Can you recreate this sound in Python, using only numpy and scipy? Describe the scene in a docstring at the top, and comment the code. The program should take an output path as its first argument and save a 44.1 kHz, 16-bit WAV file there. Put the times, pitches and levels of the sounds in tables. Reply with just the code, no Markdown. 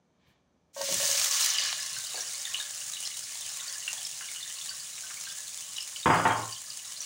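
"""Sliced onions shift on a strainer with a faint rustle (filtered clicks), over the room tone of a small kitchen.
They drop into hot oil: soft thuds ring the pan, and their surface water flashes to steam in a loud hiss of noise.
The sizzle settles to a fine fizz of tiny bursts, with bubbles, pops and plops (short rings) and sharp snaps (noise).
Near the end something hollow, probably the strainer, is put down nearby: clattering knocks that ring its body."""
import sys
import numpy as np
from scipy import signal
from scipy.fft import rfft, irfft
from scipy.io import wavfile

SR = 44100
rng = np.random.default_rng(int(sys.argv[2]) if len(sys.argv) > 2 else 0)


def unload_audio(sound):
    """Save the sound as a 16-bit wav file, at the path given as the first command line argument."""
    columns = np.transpose(np.atleast_2d(sound))
    # keep every value between -1 and 1, then stretch to whole-number steps
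    steps = np.round(np.clip(columns, -1, 1) * 32767)
    wavfile.write(sys.argv[1], SR, steps.astype(np.int16))


N = 310905
TIME = np.arange(N) / SR

# the onions reach the oil at POUR_S; the sizzle grows as more of them land
POUR_S, POUR_LENGTH_S = 0.73, 0.3
# the rolling boil holds until BOIL_UNTIL_S, then sinks to a simmer
BOIL_UNTIL_S, BOIL_RELEASE_S = 1.68, 0.17
SIMMER_COOLING_DB_PER_S = 1.24  # the bubbling weakens as the oil cools


def amp(db):
    """Turns decibels into a gain."""
    return 10 ** (np.asarray(db) / 20)


def unit(x):
    """Scales to an average (rms) level of 1."""
    return x / np.sqrt(np.mean(x ** 2) + 1e-20)


def peaked(x):
    """Scales so that the highest peak is 1."""
    return x / abs(x).max()


def curve(rows):
    """Joins the rows of a table into a value at every sample."""
    return np.interp(TIME, *np.transpose(rows))


def attack(start, length):
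    """Rises evenly from 0 to 1."""
    return np.clip((TIME - start) / length, 0, 1)


def release(start, time_constant):
    """Holds at 1, then dies away."""
    return np.exp(-np.maximum(TIME - start, 0) / time_constant)


def swell(centre, width):
    """A smooth rise and fall of height 1."""
    return np.exp(-((TIME - centre) / width) ** 2)


def add(mix, s, sound):
    """Mixes a sound in at time s."""
    part = mix[max(round(s * SR), 0):][:len(sound)]
    part += sound[:len(part)]


def read(points, hz):
    """Reads a table over frequency, evenly spaced by pitch."""
    f, value = np.transpose(points)
    return np.interp(np.log(hz + 1), np.log(f + 1), value)


def colour(x, points, size=4096):
    """Filters to the given spectrum without smearing ahead in time, so clicks keep their sharp fronts."""
    log_gain = np.log(amp(read(points, abs(np.fft.fftfreq(size, 1 / SR)))))
    taps = np.fft.ifft(np.exp(np.conj(signal.hilbert(log_gain)))).real
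    fade_out = signal.windows.tukey(size)[size // 2:]
    return signal.oaconvolve(x, taps[:size // 2] * fade_out)[:len(x)]


def drift(per_s):
    """Random wandering of rms 1, up to about per_s swings a second."""
    hz = np.fft.rfftfreq(N // 64, 64 / SR)
    keep_slow = 1 / (1 + (hz / per_s) ** 2)
    drop_slowest = hz / (hz + 2)
    slow = irfft(rfft(rng.standard_normal(N // 64)) * keep_slow * drop_slowest)
    return unit(np.interp(TIME, np.linspace(0, TIME[-1], len(slow)), slow))


def bursts(per_s, spread_db, cap):
    """Random clicks of either sign, their sizes scattered by chance."""
    size = amp(spread_db * np.minimum(rng.exponential(1, N), cap))
    return size * rng.choice([-1, 1], N) * (rng.random(N) < per_s / SR)


def ring(hz, t60, rise, length):
    """One vibration that dies by 60 dB in t60 seconds."""
    t = TIME[:int(length * SR)]
    return np.sin(2 * np.pi * hz * t) * np.exp(-np.log(1000) * t / t60) * (1 - np.exp(-t / rise))


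def struck(modes, vary_db, rise):
    """A body's vibrations, a little different at each blow; a longer rise makes a softer blow."""
    sound = 0
    for hz, db, t60 in modes:
        height = rng.choice([-1, 1]) * amp(db + vary_db * rng.standard_normal())
        sound = sound + height * ring(hz, t60, rise, length=1)
    return peaked(sound)


# how long the room's echoes last: (frequency [Hz], time to fade by 60 dB [s])
KITCHEN = [(90, 0.45), (300, 0.42), (1000, 0.46), (3000, 0.2), (8000, 0.1), (16000, 0.076)]


def kitchen(x, wet_db, size=256):
    """Adds dense wall reflections to the direct sound; the highest tones die soonest."""
    t = TIME[:min(len(x), 2 * SR // 3)]
    taps = rng.standard_normal(len(t)) * (rng.random(len(t)) < .1) * (t > .004)
    hz, age, z = signal.stft(taps, SR, nperseg=size)
    fade = np.exp(-np.log(1000) * age / read(KITCHEN, hz)[:, None])
    tail = signal.istft(z * fade, SR, nperseg=size)[1]
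    return x + amp(wet_db) * signal.fftconvolve(x, tail / np.linalg.norm(tail))[:len(x)]


# tone colour of the loud early hiss, with more of the highest treble; it gives way to the settled fizz
# after DRY_S: (frequency [Hz], level per Hz [dB])
EARLY_COLOUR = [(300, -34), (430, -58), (560, -27), (950, -17), (1700, -15.5), (3000, -8), (5000, -6),
                (6400, 3), (7800, -8), (9300, -11.5), (11000, -9.5), (13300, -18), (14300, -11),
                (15200, -7)]
# tone colour of the settled fizz: (frequency [Hz], level per Hz [dB])
FIZZ_COLOUR = [(300, -47), (440, -33.5), (540, -14.5), (1000, -15.5), (2400, -10), (3500, -6.5),
               (5500, -2.5), (6800, 4), (7900, 0.5), (9300, -0.5), (10300, -5), (11000, -13), (13500, -19),
               (14200, -13), (14900, -8.5), (16000, -7.5)]
# surface water flashes off until DRY_S; then the extra loudness and the early tone colour fade
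DRY_S, FLASH_RELEASE_S, EARLY_RELEASE_S = 1.492, 0.023, 0.036
FLASH_DB, EARLY_SHARE = 7, 0.36  # lift of the fizz during the flash, share of the early colour (0-1)
FIZZ_DB, FIZZ_COOLING_DB_PER_S = -36.5, 0.92  # level before the lift; it falls as the oil cools


def fizz():
    """Thousands of tiny steam bursts a second over a hiss; loud at first, then a settled fizz."""
    early = np.clip(EARLY_SHARE * release(DRY_S, EARLY_RELEASE_S), 0, 1)
    # one burst sets off its neighbours: flurries start at once and die in a few milliseconds
    triggers = bursts(per_s=260, spread_db=3.5, cap=4.2) ** 2
    flurry = signal.oaconvolve(triggers, np.exp(-TIME[:2048] / 0.0012))[:N]
    near = unit(unit(bursts(per_s=14000, spread_db=2.5, cap=3.9)) * np.sqrt(abs(flurry)))
    hiss = rng.standard_normal(N) * amp(2.5 + 1.3 * early)
    sound = unit(near + hiss) * amp(0.21 * drift(per_s=61))
    early_part = np.sqrt(early) * unit(colour(sound, EARLY_COLOUR))
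    settled_part = np.sqrt(1 - early) * unit(colour(sound, FIZZ_COLOUR))
    level_db = FIZZ_DB - FIZZ_COOLING_DB_PER_S * (TIME - POUR_S)
    level_db = level_db + FLASH_DB * release(DRY_S, FLASH_RELEASE_S) + 0.7 * drift(per_s=13)
    return (early_part + settled_part) * amp(level_db) * attack(POUR_S, POUR_LENGTH_S)


# tone colour of the bubbling: (frequency [Hz], level per Hz [dB])
BOIL_COLOUR = [(400, -46), (540, -11), (950, -17), (1100, -4.5), (1350, -10), (1700, 0), (2400, -3.5),
               (2780, 1), (2950, 7.5), (3150, 0.5), (3800, 3.5), (6300, 4), (7500, -2), (10000, -30)]
# the simmer wells up now and then: (time [s], lift [dB])
SURGES = [(2.4, 1.5), (3.62, 4.5), (4.33, 2.5), (5.35, 2.5), (5.8, 2), (7.03, 4.5)]
SURGE_WIDTH_S = 0.18
BOIL_ATTACK_S, SIMMER_DB, ROLLING_DB = 0.75, -42.5, 12  # build-up, simmer level, lift of the rolling boil
ROLLING_SHARE = 0.49  # share of the boil in which bubbles come too thickly to be told apart (0-1)


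def boil(count=36):
    """Bubbles of many sizes ring briefly as they burst; they merge in the rolling boil and part in the simmer."""
    sound, rolling = np.zeros(N), release(BOIL_UNTIL_S, BOIL_RELEASE_S)
    merged = np.clip(ROLLING_SHARE * rolling ** .5, 0, 1)
    thick, sparse = np.sqrt(merged), np.sqrt(1 - merged)
    for hz in np.geomspace(560, 7500, count) * rng.uniform(0.99, 1.03, count):
        bubble = ring(hz, t60=26 / hz, rise=0.00082, length=.06)
        # small, high-pitched bubbles are more frequent
        train = bursts(per_s=80 * np.sqrt(hz / 3000), spread_db=6.0, cap=4.4)
        train = sparse * unit(train) + thick * rng.standard_normal(N)
        sound += np.sqrt(hz) * unit(signal.oaconvolve(train, bubble)[:N])
    level_db = SIMMER_DB - SIMMER_COOLING_DB_PER_S * (TIME - POUR_S) + ROLLING_DB * rolling
    level_db = level_db + sum(db * swell(s, SURGE_WIDTH_S) for s, db in SURGES)
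    bubbling = unit(colour(kitchen(sound, wet_db=-2), BOIL_COLOUR))
    return bubbling * amp(level_db) * attack(LANDINGS[0][0], BOIL_ATTACK_S) ** .5


# the emptied strainer hangs over the pan and throws the sizzle back: (time [s], echo strength [0-1])
OVERHEAD = [(1.5, 0.03), (1.66, 0.12), (1.85, 0.2), (2.0, 0)]
OVERHEAD_HZ = 350.5  # one over the round trip up to the strainer and back


def under_strainer(x):
    """Sound bounces twice between pan and strainer; the short echoes make it ring hollow."""
    strength = np.clip(curve(OVERHEAD), 0, .9)
    once, twice = (np.interp(TIME - k / OVERHEAD_HZ, TIME, x) for k in (1, 2))
    return (x + strength * once + strength ** 2 * twice) / np.sqrt(1 + strength ** 2 + strength ** 4)


# lesser bubbles: level before cooling and pitch shift it, its scatter, and the range of pitch
LESSER_POP_DB, LESSER_POP_SPREAD_DB, LESSER_POP_LOW_HZ, LESSER_POP_HIGH_HZ = -37, 3.5, 1500, 5450


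def lesser_pops(count=26):
    """Chance times, levels and pitches of lesser bubbles in the simmer, weaker as the oil cools."""
    when, size, pitch = rng.random((count, 3)).T
    start = BOIL_UNTIL_S + BOIL_RELEASE_S
    s = start + (TIME[-1] - start) * (np.arange(count) + when) / count
    db = LESSER_POP_DB + LESSER_POP_SPREAD_DB * (2 * size - 1) - SIMMER_COOLING_DB_PER_S * (s - s.mean())
    db = db + 7 * (pitch - .5)  # the high ones burst in the open, the low ones under the slices
    hz = LESSER_POP_LOW_HZ * (LESSER_POP_HIGH_HZ / LESSER_POP_LOW_HZ) ** pitch
    return list(zip(s, db, hz))


# the largest steam bubbles: (time [s], level before a small lift [dB], pitch [Hz])
POPS = [(1.502, -18.5, 6000), (1.583, -21.5, 2940), (1.584, -21.5, 4790), (1.615, -33, 3700),
        (1.655, -31, 1700), (1.806, -29, 5070), (2.156, -31, 4500), (2.177, -37.5, 1620),
        (2.207, -24, 5700), (2.452, -26.5, 3600), (2.5438, -22.5, 2950), (2.599, -26, 3720),
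        (2.602, -36, 1676), (2.935, -30, 3920), (2.968, -33, 2930), (3.053, -27, 5230), (3.68, -31.5, 4530),
        (3.878, -22.5, 2776), (4.05, -27, 5330), (4.427, -33, 3600), (4.612, -33, 3520),
        (4.6926, -27.5, 4620), (5.3, -35.5, 3460), (5.782, -26.5, 2935), (5.806, -28, 5200),
        (5.9607, -28.5, 2975), (6.03, -31.5, 3730), (6.525, -31, 4700), (6.7023, -30.5, 4800),
        (7.005, -25.5, 5870)]
POP_CYCLES = 120  # a bubble dies by 60 dB in this many cycles, so small ones ring shorter


def pops():
    """Large bubbles tear open with a short spray, then splutter on at their own pitch."""
    sound, t = np.zeros(N), TIME[:SR // 4]
    for s, db, hz in POPS + lesser_pops():
        bubble = ring(hz, POP_CYCLES / hz, rise=.0004, length=.25)
        long_noise = rng.standard_normal(len(t)) * np.exp(-t / 0.035)
        splutter = signal.fftconvolve(long_noise, ring(hz, t60=26 / hz, rise=0.00036, length=.04))[:len(t)]
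        short_noise = rng.standard_normal(len(t)) * np.exp(-t / 0.006)
        tear = np.gradient(ring(hz, t60=5 / hz, rise=.0001, length=.02))
        spray = signal.fftconvolve(short_noise, tear)[:len(t)]
        pop = peaked(bubble) + .4 * peaked(splutter) + .5 * peaked(spray)
        add(sound, s, amp(db + 1.5) * kitchen(peaked(pop), wet_db=-10))
    return sound


# sharp spits of oil: (time [s], peak level [dB], centre frequency [Hz])
SNAPS = [(0.748, -39, 6640), (0.815, -20, 5000), (0.942, -16.5, 8300), (1.114, -14, 5900),
         (1.215, -14, 4520), (1.728, -15, 3830), (3.0743, -16.5, 5300), (3.9305, -16, 6400),
         (3.355, -30, 4560), (5.387, -22.5, 7026), (5.5453, -20, 6740), (5.768, -22.5, 5860),
         (5.828, -24, 8150)]
# tone colour of a spit: (frequency [Hz], level [dB])
SPIT_COLOUR = [(100, -40), (400, -33), (700, 6), (3000, 4.5), (9000, 4), (12000, 8), (16000, -3)]


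def snaps():
    """Droplets explode in the oil with a very short crack and a splatter of noise."""
    sound, t = np.zeros(N), TIME[:2048]
    for s, db, hz in SNAPS:
        # a single click (t == 0) starts the splatter
        splatter = 0.14 * rng.standard_normal(len(t)) * np.exp(-t / 0.0022) + (t == 0)
        crack = signal.fftconvolve(splatter, ring(hz, t60=0.0015, rise=.00005, length=.02))
        add(sound, s, amp(db) * peaked(colour(crack, SPIT_COLOUR)))
    return sound


# dull plops from under the heap: (time [s], peak level before echoes [dB], centre frequency [Hz])
PLOPS = [(2.144, -32.5, 724), (2.16, -48, 354), (2.176, -38, 550), (2.587, -42, 1000), (3.879, -32, 1711),
         (3.932, -43, 740), (3.98, -46, 693), (4.208, -31.5, 1550), (4.978, -35, 2270), (5.103, -37, 1500)]


def plops():
    """Steam trapped under the slices escapes with a low gurgle that dies at once."""
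    sound, t = np.zeros(N), TIME[:SR // 3]
    for s, db, hz in PLOPS:
        gurgle = rng.standard_normal(len(t)) * np.exp(-t / 0.011)
        cavity = np.gradient(ring(hz, t60=7 / hz, rise=0.0001, length=.05))
        add(sound, s, amp(db) * peaked(signal.fftconvolve(gurgle, cavity)))
    return kitchen(sound, wet_db=-9.0)


# clumps of onion landing: (time [s], level of the pan's ring [dB])
LANDINGS = [(0.763, -32.5), (0.788, -32.5), (0.808, -28), (0.887, -29.5), (0.924, -33), (0.998, -31.5),
            (1.03, -31.5), (1.091, -34.5), (1.14, -34), (1.2, -41.5), (1.25, -42.5)]
# ringing tones of the oiled pan: (frequency [Hz], relative level [dB], time to fade by 60 dB [s])
PAN = [(551.4, -6.5, 0.29), (580, -11.5, 0.17), (636, -7.5, 0.095), (917, -12, 0.082), (1104, -18, 0.16),
       (1566, -21.5, 0.17), (1880, -21, 0.15)]
# tone colour of a dull thud or thump, also used by the knocks: (frequency [Hz], level per Hz [dB])
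THUMP = [(30, -14), (60, -17), (95, -2), (115, -10), (135, -5), (170, 1), (210, -5.5), (260, -3), (400, -7),
         (800, -29), (2000, -76)]
# the bulk of the heap lands mid-pour with the heaviest thuds; THUD_DB is relative to the ring
BULK_S, BULK_WIDTH_S, THUD_DB = 0.895, 0.1, -9.5


def landings():
    """Soft clumps tumble into the pan with a thud and set its bottom ringing."""
    sound, t = np.zeros(N), TIME[:SR]
    for s, db in LANDINGS:
        weight = amp(THUD_DB) / (1 + ((s - BULK_S) / BULK_WIDTH_S * 2) ** 2)
        thud = peaked(colour(rng.standard_normal(SR) * t * np.exp(-t / 0.027), THUMP))
        add(sound, s, amp(db) * (struck(PAN, vary_db=2.0, rise=0.0021) + weight * thud))
    return sound


# the strainer meets the counter and rattles: (time [s], crack level [dB], ring level [dB],
# low thump level [dB], frequency around which the blow rings the body most [Hz])
KNOCKS = [(6.058, -12, -14, -16.5, 660), (6.101, -15, -15.5, -27, 880), (6.136, -18, -33, -22.5, 850),
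          (6.197, -21.5, -23.5, -36, 1200), (6.2527, -14, -13.5, -27.5, 1340), (6.305, -18, -22, -39, 3400),
          (6.385, -32, -30, -42, 1120)]
# ringing tones of strainer and counter: (frequency [Hz], relative level [dB], time to fade by 60 dB [s])
STRAINER = [(96.2, 1, 0.98), (112.6, 5, 0.82), (163, -1, 0.35), (267, 2.5, 0.34), (314, -2, 0.26),
            (501, -5, 0.47), (616, -3.5, 0.5), (719, -0.5, 0.39), (790, -9, 0.18), (900, 5.5, 0.27),
            (968, -2, 0.5), (1062, -8.5, 1), (1112, -8.5, 0.96), (1223, -5, 0.53), (1384, -5.5, 0.4),
            (1453, -8, 0.54), (1460, -7, 0.35), (1590, -7.5, 0.25), (1816, -7, 0.48), (2130, -13, 0.33),
            (2310, -12, .3), (2900, -14, 0.38), (3176, -8, 0.28), (3260, -12, 0.27)]
# tone colour of the crack: (frequency [Hz], level per Hz [dB])
CRACK = [(100, -41), (300, -4.5), (600, -2), (950, 6), (1400, -1.5), (2000, -4.5), (2900, -10),
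         (3500, -16.5), (4300, -57), (8000, -56)]
# thin ring of the steel rim, in close tones that beat: (frequency [Hz], level [dB], time to fade by 60 dB [s])
RIM = [(4930, -46, 2.5), (4914, -47, 2.5), (4972, -56, 2), (7881, -53, 2.5), (7899, -53, 2.5)]
RIM_START_S, RIM_STOP_S = 6.06, 6.255  # the rim is heard from the first blow until it falls silent
TAIL_FADE_S = 6.49  # from here the tail of the knocks fades quickly


def knocks(falloff_db=5):
    """Each blow is a short chatter, a ring of the hollow body and a thump in the counter."""
    sound, t = np.zeros(N), TIME[:SR]
    for s, crack_db, ring_db, thump_db, centre_hz in KNOCKS:
        chatter = rng.standard_normal(SR) * (np.exp(-t / .009) + .4 * np.exp(-t / .05))
        push = np.exp(-t / 0.00072) + 0.078 * rng.standard_normal(SR) * np.exp(-t / 0.018)
        thump = peaked(colour(push, THUMP))
        # tones lose falloff_db for every octave away from the centre of the blow
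        modes = [(hz, db - falloff_db * abs(np.log2(hz / centre_hz)), t60) for hz, db, t60 in STRAINER]
        add(sound, s, amp(crack_db) * kitchen(peaked(colour(chatter, CRACK)), wet_db=-4))
        add(sound, s, amp(ring_db) * struck(modes, vary_db=2, rise=0.00044))
        add(sound, s, amp(thump_db) * kitchen(thump, wet_db=-3))
    rim = sum(amp(db) * ring(hz, t60, 0.0028, RIM_STOP_S - RIM_START_S) for hz, db, t60 in RIM)
    add(sound, RIM_START_S, rim * signal.windows.tukey(len(rim), .1))
    # the tail fades by 130 dB per second
    return sound * amp(-130 * np.maximum(TIME - TAIL_FADE_S, 0))


# tone colour of the wet slices on the strainer: (frequency [Hz], level per Hz [dB])
SLIDE_COLOUR = [(100, -13), (300, 1), (700, -11), (1050, 3), (1400, -11), (1800, 4), (2050, -7), (2300, 4),
                (2650, -6), (3100, -0.5), (4400, -6), (5200, -13), (6000, -14), (7500, -19), (11000, -42)]
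# the slices shift once as the strainer tips, and rustle faintly until the bulk falls
SLIDE_S, SLIDE_WIDTH_S, SLIDE_DB, RUSTLE_DB = 0.29, 0.079, -71, -84


def slide():
    """Wet slices rub over the strainer in many tiny clicks."""
    sliding = amp(SLIDE_DB) * swell(SLIDE_S, SLIDE_WIDTH_S) + amp(RUSTLE_DB) * (TIME < BULK_S)
    return unit(colour(bursts(per_s=4500, spread_db=-3.0, cap=4), SLIDE_COLOUR)) * sliding


# tone colour of the low rumble: (frequency [Hz], level per Hz [dB])
RUMBLE = [(20, -28), (50, -1.5), (85, -1), (160, 3), (230, -23), (400, -19.5), (800, -34)]
# swells of the rumble: (time [s], level [dB], width [s])
RUMBLE_SWELLS = [(0.3, -62, 0.028), (1.05, -60, 0.2), (1.68, -72, 0.083), (1.96, -61, 0.039)]
RUMBLE_DB = -71  # between the swells, while the pan cooks


def rumble():
    """Low noise of uneven strength while the pan cooks, with a few swells."""
    strength = amp(RUMBLE_DB) * attack(POUR_S, POUR_LENGTH_S)
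    strength = strength + sum(amp(db) * swell(s, width) for s, db, width in RUMBLE_SWELLS)
    return unit(colour(rng.standard_normal(N), RUMBLE) * amp(2.6 * drift(per_s=16))) * strength


# tone colour of the quiet kitchen: (frequency [Hz], level per Hz [dB])
FLOOR = [(20, -24), (60, 4), (100, -3.5), (170, 2.5), (280, -1.5), (400, -6), (620, -6), (1200, -14),
         (3000, -32.5), (5400, -27), (6100, -20.5), (7000, -29), (15000, -50)]


def room_tone():
    """Steady, faint noise of the kitchen."""
    return amp(-71.0) * unit(colour(rng.standard_normal(N), FLOOR))


LULL_S, LULL_WIDTH_S, LULL_DB = 1.297, 0.012, -4.5  # the sizzle dips briefly as the pour ends


def scene():
    """Everything at one microphone above the pan."""
    sizzle = under_strainer(fizz() + boil()) * amp(LULL_DB * swell(LULL_S, LULL_WIDTH_S))
    cooking = sizzle + pops() + snaps() + plops()
    background = slide() + rumble() + room_tone()
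    return (cooking + landings() + knocks() + background)[None]


EDGE_HZ = 15850  # the highest treble is cut off here


def record(dry):
    """The small microphone drops the deep bass; then the highest treble is cut off."""
    thin = signal.sosfilt(signal.butter(3, 62, "highpass", fs=SR, output="sos"), dry)
    treble_cut = signal.firwin(701, EDGE_HZ, window=("kaiser", 9), fs=SR)
    return signal.oaconvolve(thin, treble_cut[None], "same")


dry = scene()
out = record(dry)
unload_audio(out)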